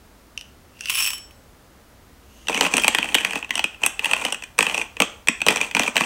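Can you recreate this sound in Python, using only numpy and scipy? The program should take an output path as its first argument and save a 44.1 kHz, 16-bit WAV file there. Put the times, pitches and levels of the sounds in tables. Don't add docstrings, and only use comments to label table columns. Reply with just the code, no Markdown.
import sys
import numpy as np
from scipy import signal
from scipy.fft import rfft, irfft, next_fast_len
from scipy.io import wavfile

SR = 44100
rng = np.random.default_rng(int(sys.argv[2]) if len(sys.argv) > 2 else 0)


def materialize(psi):
    bounded = np.clip(np.atleast_2d(psi).T, -1, 1)
    quanta = np.round(bounded * 32767).astype(np.int16)
    wavfile.write(sys.argv[1], SR, quanta)


N = 266805

# start in seconds, burr pitch in Hz,
# burr ring in dB, box knock in dB, treble snap in dB.
BEAN_CRACKS = [(2.471, 2820, -33.5, -47, -41), (2.4841, 2690, -20.5, -31.5, -28),
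               (2.4959, 2490, -27, -22, -32), (2.5451, 2910, -22, -28.5, -30.5),
               (2.5757, 2210, -22.5, -29, -29.5), (2.6095, 2530, -14.5, -18, -23.5),
               (2.631, 2500, -30, -22, -30), (2.6645, 2600, -23.5, -25.5, -37),
               (2.7389, 2440, -17, -21.5, -23.5), (2.768, 2530, -19, -24.5, -19.5),
               (2.7803, 2550, -18.5, -23, -26), (2.797, 3220, -24.5, -39, -30),
               (2.836, 2560, -18.5, -49, -32), (2.8446, 2530, -15.5, -23, -29.5),
               (2.88, 2380, -11, -20, -16.5), (2.9482, 2500, -14.5, -27, -27.5),
               (2.9853, 2530, -17.5, -24.5, -40), (3.0282, 2420, -19, -37, -40),
               (3.043, 2586, -25.5, -35, -47), (3.1449, 2890, -13, -32, -22),
               (3.1503, 2500, -13.5, -21, -23.5), (3.184, 2480, -19.5, -35, -37),
               (3.2074, 2580, -28.5, -44, -38), (3.2484, 2450, -15.5, -30.5, -31.5),
               (3.308, 2460, -26, -37, -36.5), (3.3326, 2510, -26.5, -32, -43),
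               (3.356, 2558, -24, -26.5, -37), (3.4268, 2530, -28, -38, -57), (3.4455, 2550, -31, -45, -47),
               (3.493, 2720, -40, -44, -49), (3.5065, 2560, -19, -33.5, -33.5),
               (3.5549, 2920, -22.5, -34.5, -26.5), (3.5778, 2560, -25, -32, -30),
               (3.5932, 2580, -19, -26.5, -33), (3.6412, 2510, -15.5, -28.5, -29.5),
               (3.7448, 2620, -39, -60, -65), (3.8356, 2540, -15, -29, -28.5),
               (3.8627, 2660, -17.5, -25.5, -15.5), (3.9934, 2630, -20.5, -35, -42),
               (4.0445, 2640, -18, -37, -32), (4.0562, 2790, -19, -29, -32.5),
               (4.112, 2560, -22, -27, -30.5), (4.1337, 2510, -13.5, -24, -27.5),
               (4.2503, 2930, -21, -23.5, -29), (4.324, 2757, -21.5, -29, -26),
               (4.3447, 2540, -27.5, -41, -37), (4.4231, 2610, -33.5, -43, -44),
               (4.4372, 2460, -32, -50, -37.5), (4.581, 2580, -32, -31, -33), (4.5886, 2520, -12, -17, -19),
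               (4.607, 2563, -16, -23, -28), (4.6268, 2540, -17.5, -25, -24.5),
               (4.6666, 2580, -19, -29, -36), (4.7447, 2524, -21, -28, -31.5),
               (4.7782, 2560, -19.5, -30, -30), (4.8143, 2420, -21.5, -37, -35),
               (4.9681, 2535, -32, -42, -45), (5.002, 2210, -14.5, -18, -21.5),
               (5.0202, 2470, -14, -20, -22), (5.273, 2380, -25.5, -35, -34),
               (5.2847, 2470, -10.5, -24, -20), (5.4046, 2440, -29.5, -52, -47),
               (5.4169, 2490, -18, -33, -31.5), (5.465, 2700, -19.5, -18.5, -23.5),
               (5.4847, 2500, -9.5, -20, -21), (5.507, 2450, -30, -24, -28),
               (5.5596, 2400, -25, -25.5, -26), (5.5702, 2390, -23, -41, -31),
               (5.613, 2440, -17.5, -31, -27), (5.712, 2540, -29.5, -40.5, -41),
               (5.7492, 2466, -16.5, -24.5, -25.5), (5.7669, 2464, -18, -21, -30),
               (5.7949, 2530, -17, -19, -22.5), (5.8781, 2370, -20, -26, -31),
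               (5.957, 2600, -25, -25.5, -37), (5.9666, 2520, -14, -23, -30),
               (5.9777, 2560, -20, -33, -28.5), (6.008, 2530, -21, -18, -30)]
# start in seconds, end in seconds, level in dB
CRANK_PUSHES = [(2.5, 2.6, -30), (2.612, 2.67, -24.5), (2.708, 2.888, -29.5), (2.926, 3.391, -34.5),
                (3.539, 3.614, -38), (3.83, 3.868, -30), (4.034, 4.298, -30.5), (4.605, 4.82, -31),
                (5.014, 5.037, -32.5), (5.475, 5.524, -24), (5.565, 5.666, -31.5), (5.764, 5.886, -28),
                (5.962, 6.05, -26.5)]
# time in seconds, tilt in dB per octave.
SNAP_BRIGHTNESS = [(2.5, -6.5), (2.8, 2), (3.2, 15), (3.55, -2), (3.9, 8), (4.6, -2), (6.0, -5.5)]
# time in seconds, gain in dB.
KNOCK_BASS_GAIN = [(3.4, 0.5), (3.9, -5), (4.6, -3.5), (5.0, 4), (6.0, -0.5)]
# pitch in Hz, width in Hz, level in dB.
BURR_MODES = [(2420, 150, 5), (2915, 1180, -19.5), (2016, 310, -10), (3327, 340, -17)]
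# pitch in Hz, width in Hz, level in dB.
BOX_MODES = [(189, 40, -0.5), (233.7, 15.4, 2.5), (282, 32, 0.5), (337, 20, -1.5), (442, 64, 0.5),
             (610, 140, 0), (865, 233, 2.5), (1090, 143, 3), (1335, 395, -7)]
# frequency in Hz, level in dB.
SNAP_SPECTRUM = [(1500, -11.5), (3500, 0), (4600, -12.5), (5900, 7), (7000, -2.5), (8300, 10), (9700, -6.5),
                 (11300, -8.5), (13000, -22.5), (16000, -25.5)]
# start in seconds, end in seconds, level in dB.
SHAFT_RUBS = [(2.37, 2.47, -55)]
# start in seconds, end in seconds, level in dB.
BEAN_POUR = [(.95, 1.06, -22.5)]
# start in seconds, click in dB, hopper ring in dB.
HOPPER_TAPS = [(0.897, -20, -45), (0.902, -20.5, -41), (.946, -39, -34), (0.989, -28, -29),
               (1.024, -26, -28), (1.061, -36, -32), (1.104, -25, -48), (1.133, -30, -35),
               (1.181, -38, -70), (1.309, -50, -67), (2.82, -33, -42.5)]
# frequency in Hz, level in dB.
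BEAN_SPECTRUM = [(300, -31.5), (750, -26.5), (1050, -9.5), (1400, -13.5), (2100, -11.5), (2500, 2),
                 (3000, 1), (3500, -10), (4200, -15.5), (5700, -7.5), (7000, -15), (8300, -8.5),
                 (11000, -15.5), (16000, -12)]
# pitch in Hz, time to decay by 60 dB in seconds.
BOWL_MODES = [(3010, .32), (5427, .4), (7823, .4), (10104, .14), (12412, .15), (14730, .1)]
BOWL_LEVELS = [-1.5, 4, -5, 2.5, -5, -6]
# start in seconds, level in dB.
SPOON_CLICKS = [(.3761, -27.5), (0.393, -49), (.411, -37), (.42, -50), (.792, -44), (.808, -31),
                (.857, -29)]
# start in seconds, end in seconds, level in dB.
SPOON_SLIDE = [(.87, 1.02, -31)]
# frequency in Hz, level in dB.
SPOON_SPECTRUM = [(600, -40), (1500, -23), (2300, -16), (2700, 4.5), (3200, -12), (4000, -20.5),
                  (6000, -14), (7200, -26.5), (8700, -20.5), (12000, -32), (16000, -44)]
# start in seconds, end in seconds, level in dB.
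ARM_LEANS = [(2.55, 2.85, -51), (4.65, 5.05, -60)]
# frequency in Hz, time to decay by 60 dB in seconds.
KITCHEN_DECAY = [(150, 0.085), (700, 0.52), (2600, 0.37), (8000, 0.39), (15000, 0.19)]
# frequency in Hz, level in dB.
RETURN_SPECTRUM = [(150, -4.5), (400, -0.5), (900, -3), (1700, 3.5), (2550, -3), (3200, 3.5), (4500, -3.5),
                   (6000, -0.5), (7500, 2.5), (9000, -8.5), (11500, -5), (16000, -8)]
# frequency in Hz, level in dB.
ROOM_SPECTRUM = [(12, -41), (20, -9), (60, 0.5), (154, -9.5), (193, -10), (210, -6.5), (301, -10.5),
                 (399, -12.5), (472, -12), (718, -14.5), (1120, -17.5), (1220, -16.5), (2750, -24.5),
                 (14700, -32), (16000, -29.5)]

ROOM_DB = -50.5
TOP_HZ = 15780
SPAN = SR // 100
HIT = np.arange(4096) / SR
BITE_S, EASE_S = 0.074, 0.12
CHIPS_PER_S, CHIP_DB, CHIP_SPREAD_DB = 60, 0.5, 5
CHIP_KNOCK_DB, CHIP_SNAP_DB = -12, -16.5
CHIP_HZ, CHIP_SCATTER = 2550, 0.049
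BRIGHT_PER_DB, PLAIN_SNAP_DB = 0.57, -30.5
JAM_KNOCK_DB, JAM_DAMPING = -28, 0.13


def cracks():
    out = np.zeros(N)
    for s, pitch, ring, knock, snap in BEAN_CRACKS:
        bright = at_time(SNAP_BRIGHTNESS, s) + BRIGHT_PER_DB * (snap - PLAIN_SNAP_DB)
        add(out, s, fracture(pitch, ring, knock, snap, bright))
    return out


def fracture(pitch, ring_db, knock_db, snap_db, bright, splinter_db=-6, edge_db=4):
    _, width, main_db = BURR_MODES[0]
    jam = 1 + JAM_DAMPING * max(knock_db - JAM_KNOCK_DB, 0)
    main = (pitch, width * jam, main_db)
    burr = resonate(burst(t60=0.0097, rise=0.00035), [main, *BURR_MODES[1:]])
    box = highpass(resonate(burst(t60=0.021), BOX_MODES), hz=150)
    edge = amp(edge_db) * burst(t60=0.0067)
    body = burst(t60=0.019)
    splinters = amp(splinter_db) * burst(t60=0.047) * (rng.random(len(HIT)) < 0.06)
    tilted = [(hz, db + bright * np.log2(np.clip(hz, 4000, 12000) / 8000)) for hz, db in SNAP_SPECTRUM]
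    split = colour(edge + body + splinters, tilted)
    return amp(ring_db) * blow(burr) + amp(knock_db) * blow(box) + amp(snap_db) * blow(split)


def chips(count=240):
    out = np.zeros(N)
    draws = rng.uniform(-1, 1, (count, 3))
    times = CRANK_PUSHES[0][0] + np.cumsum(1 + draws[:, 0]) / CHIPS_PER_S
    for s, (_, size, grip) in zip(times, draws):
        for start, end, push_db in CRANK_PUSHES:
            if start < s < end:
                pitch = CHIP_HZ * (1 + CHIP_SCATTER * grip)
                db = push_db + CHIP_DB + CHIP_SPREAD_DB * size
                bright = at_time(SNAP_BRIGHTNESS, s)
                add(out, s, fracture(pitch, db, db + CHIP_KNOCK_DB, db + CHIP_SNAP_DB, bright))
    return out


def crunch(burr_db=-6, box_db=-5, snap_db=-12, grit_db=-17):
    force = grains(rate=700, spread_db=3.0, t60=0.0029)
    burr = amp(burr_db) * unit(resonate(force, BURR_MODES))
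    box = amp(box_db) * unit(highpass(resonate(force, BOX_MODES), hz=148))
    snap = amp(snap_db) * unit(colour(force, SNAP_SPECTRUM))
    grit_force = grains(rate=900, spread_db=0.5, t60=0.028)
    grit = amp(grit_db) * unit(resonate(grit_force, [(4400, 1000, -9.0), (7050, 1900, -8.0)]))
    return swells(CRANK_PUSHES, BITE_S, EASE_S) * (burr + box + grit + snap)


def weight(x, hz=420):
    low = signal.sosfiltfilt(signal.butter(2, hz, fs=SR, output="sos"), x)
    bass_gain = amp(at_time(KNOCK_BASS_GAIN, np.arange(N) / SR))
    return x + (bass_gain - 1) * low


def shaft():
    modes = [(2850, 310, 4), (6430, 630, -2), (9000, 900, -10), (12200, 900, -11)]
    rub = unit(resonate(rng.standard_normal(N), modes))
    return swells(SHAFT_RUBS, attack_s=0.59, release_s=0.11) * rub


def beans(bowl_db=13):
    t = np.arange(SR // 2) / SR
    clicks = grains(rate=800, spread_db=4, t60=0.002)
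    flow = swells(BEAN_POUR, attack_s=0.23, release_s=0.28)
    bowl = [(hz, np.log(1000) / (np.pi * t60), db) for (hz, t60), db in zip(BOWL_MODES, BOWL_LEVELS)]
    tumble = flow * unit(colour(clicks, BEAN_SPECTRUM))
    ringing = amp(bowl_db) * resonate(flow * unit(clicks), bowl)
    out = tumble + ringing
    for s, click_db, ring_db in HOPPER_TAPS:
        add(out, s, amp(click_db) * blow(colour(burst(t60=0.02), BEAN_SPECTRUM)))
        for (hz, t60), db in zip(BOWL_MODES, BOWL_LEVELS):
            level = amp(ring_db + db + rng.standard_normal())
            tone = np.sin(2 * np.pi * (hz * t + rng.random()))
            add(out, s, level * fade(t, t60) * tone)
    return out


def spoon():
    slide = unit(colour(grains(rate=580, spread_db=1.0, t60=0.0021), SPOON_SPECTRUM))
    out = swells(SPOON_SLIDE, attack_s=0.25, release_s=0.15) * slide
    for s, db in SPOON_CLICKS:
        click = colour(burst(t60=0.0073, rise=0.00042), SPOON_SPECTRUM)
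        add(out, s, amp(db) * blow(click))
    return out


def table():
    rumble = unit(resonate(rng.standard_normal(N), [(53.7, 14, 8), (67, 20, -13)]))
    return swells(ARM_LEANS, attack_s=2.1, release_s=1.7) * rumble


def kitchen(x, near_db=-13, near_t60=0.071, tail_db=-12.5, size=4096):
    count = N // size + 1
    hz, t, z = signal.stft(rng.standard_normal((count, SR // 2)), SR, nperseg=256)
    decay = fade(t, along(KITCHEN_DECAY, hz)[:, None])
    tails = signal.istft(z * decay, SR, nperseg=256)[1]
    out = np.zeros(N)
    for k, tail in enumerate(tails):
        near = burst(near_t60)
        answer = np.zeros(len(tail))
        add(answer, 0.004, amp(near_db) * near / np.linalg.norm(near))
        add(answer, 0.009, amp(tail_db) * tail / np.linalg.norm(tail))
        block = x[k * size:][:size]
        add(out, k * size / SR, signal.fftconvolve(block, answer))
    return colour(out, RETURN_SPECTRUM)


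def room_noise():
    return amp(ROOM_DB) * unit(colour(rng.standard_normal(N), ROOM_SPECTRUM, size=8192))


def burst(t60, rise=1e-5):
    return rng.standard_normal(len(HIT)) * fade(HIT, t60) * (1 - np.exp(-HIT / rise))


def grains(rate, spread_db, t60):
    sizes = amp(spread_db * np.minimum(rng.standard_normal(N), 2))
    starts = sizes * (rng.random(N) < rate / SR)
    return signal.fftconvolve(starts, fade(HIT, t60))[:N] * rng.standard_normal(N)


def swells(rows, attack_s, release_s):
    t = np.arange(N) / SR
    gains = []
    for start, end, db in rows:
        rise = fade(np.maximum(start - t, 0), attack_s)
        fall = fade(np.maximum(t - end, 0), release_s)
        gains.append(amp(db) * rise * fall)
    return np.max(gains, axis=0)


def resonate(x, modes):
    m = next_fast_len(len(x) + 4096)
    f = np.fft.rfftfreq(m, 1 / SR)
    response = 0
    for k, (centre, width, db) in enumerate(modes):
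        band = 1j * f * width / (centre * centre - f * f + 1j * f * width)
        response = response + (-1) ** k * amp(db) * band
    return irfft(rfft(x, m) * response, m)[:len(x)]


def colour(x, spectrum, size=2048):
    cepstrum = irfft(np.log(amp(along(spectrum, np.fft.rfftfreq(size, 1 / SR)))))
    cepstrum[1:size // 2] *= 2
    cepstrum[size // 2 + 1:] = 0
    impulse = irfft(np.exp(rfft(cepstrum)))
    return signal.fftconvolve(x, impulse)[:len(x)]


def highpass(x, hz):
    return signal.sosfilt(signal.butter(4, hz, "highpass", fs=SR, output="sos"), x)


def fade(t, t60):
    return np.exp(-np.log(1000) * t / t60)


def along(points, hz):
    f, v = np.transpose(points)
    return np.interp(np.log(hz + 1), np.log(f), v)


def at_time(points, s):
    return np.interp(s, *np.transpose(points))


def amp(db):
    return 10 ** (np.asarray(db) / 20)


def unit(x):
    return x / np.sqrt(np.mean(x ** 2) + 1e-20)


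def blow(x):
    return x * np.sqrt(SPAN / (np.sum(x ** 2) + 1e-20))


def add(track, s, sound):
    part = track[round(s * SR):][:len(sound)]
    part += sound[:len(part)]


def scene():
    grinding = weight(cracks() + chips() + crunch())
    mill = grinding + shaft() + beans() + spoon()
    return (mill + table() + kitchen(mill) + room_noise())[None]


def record(dry):
    clipped = dry / (1 + np.abs(dry) ** 8) ** (1 / 8)
    m = next_fast_len(N + SR // 2)
    passband = np.fft.rfftfreq(m, 1 / SR) < TOP_HZ
    return irfft(rfft(clipped, m) * passband, m)[..., :N]


dry = scene()
out = record(dry)
materialize(out)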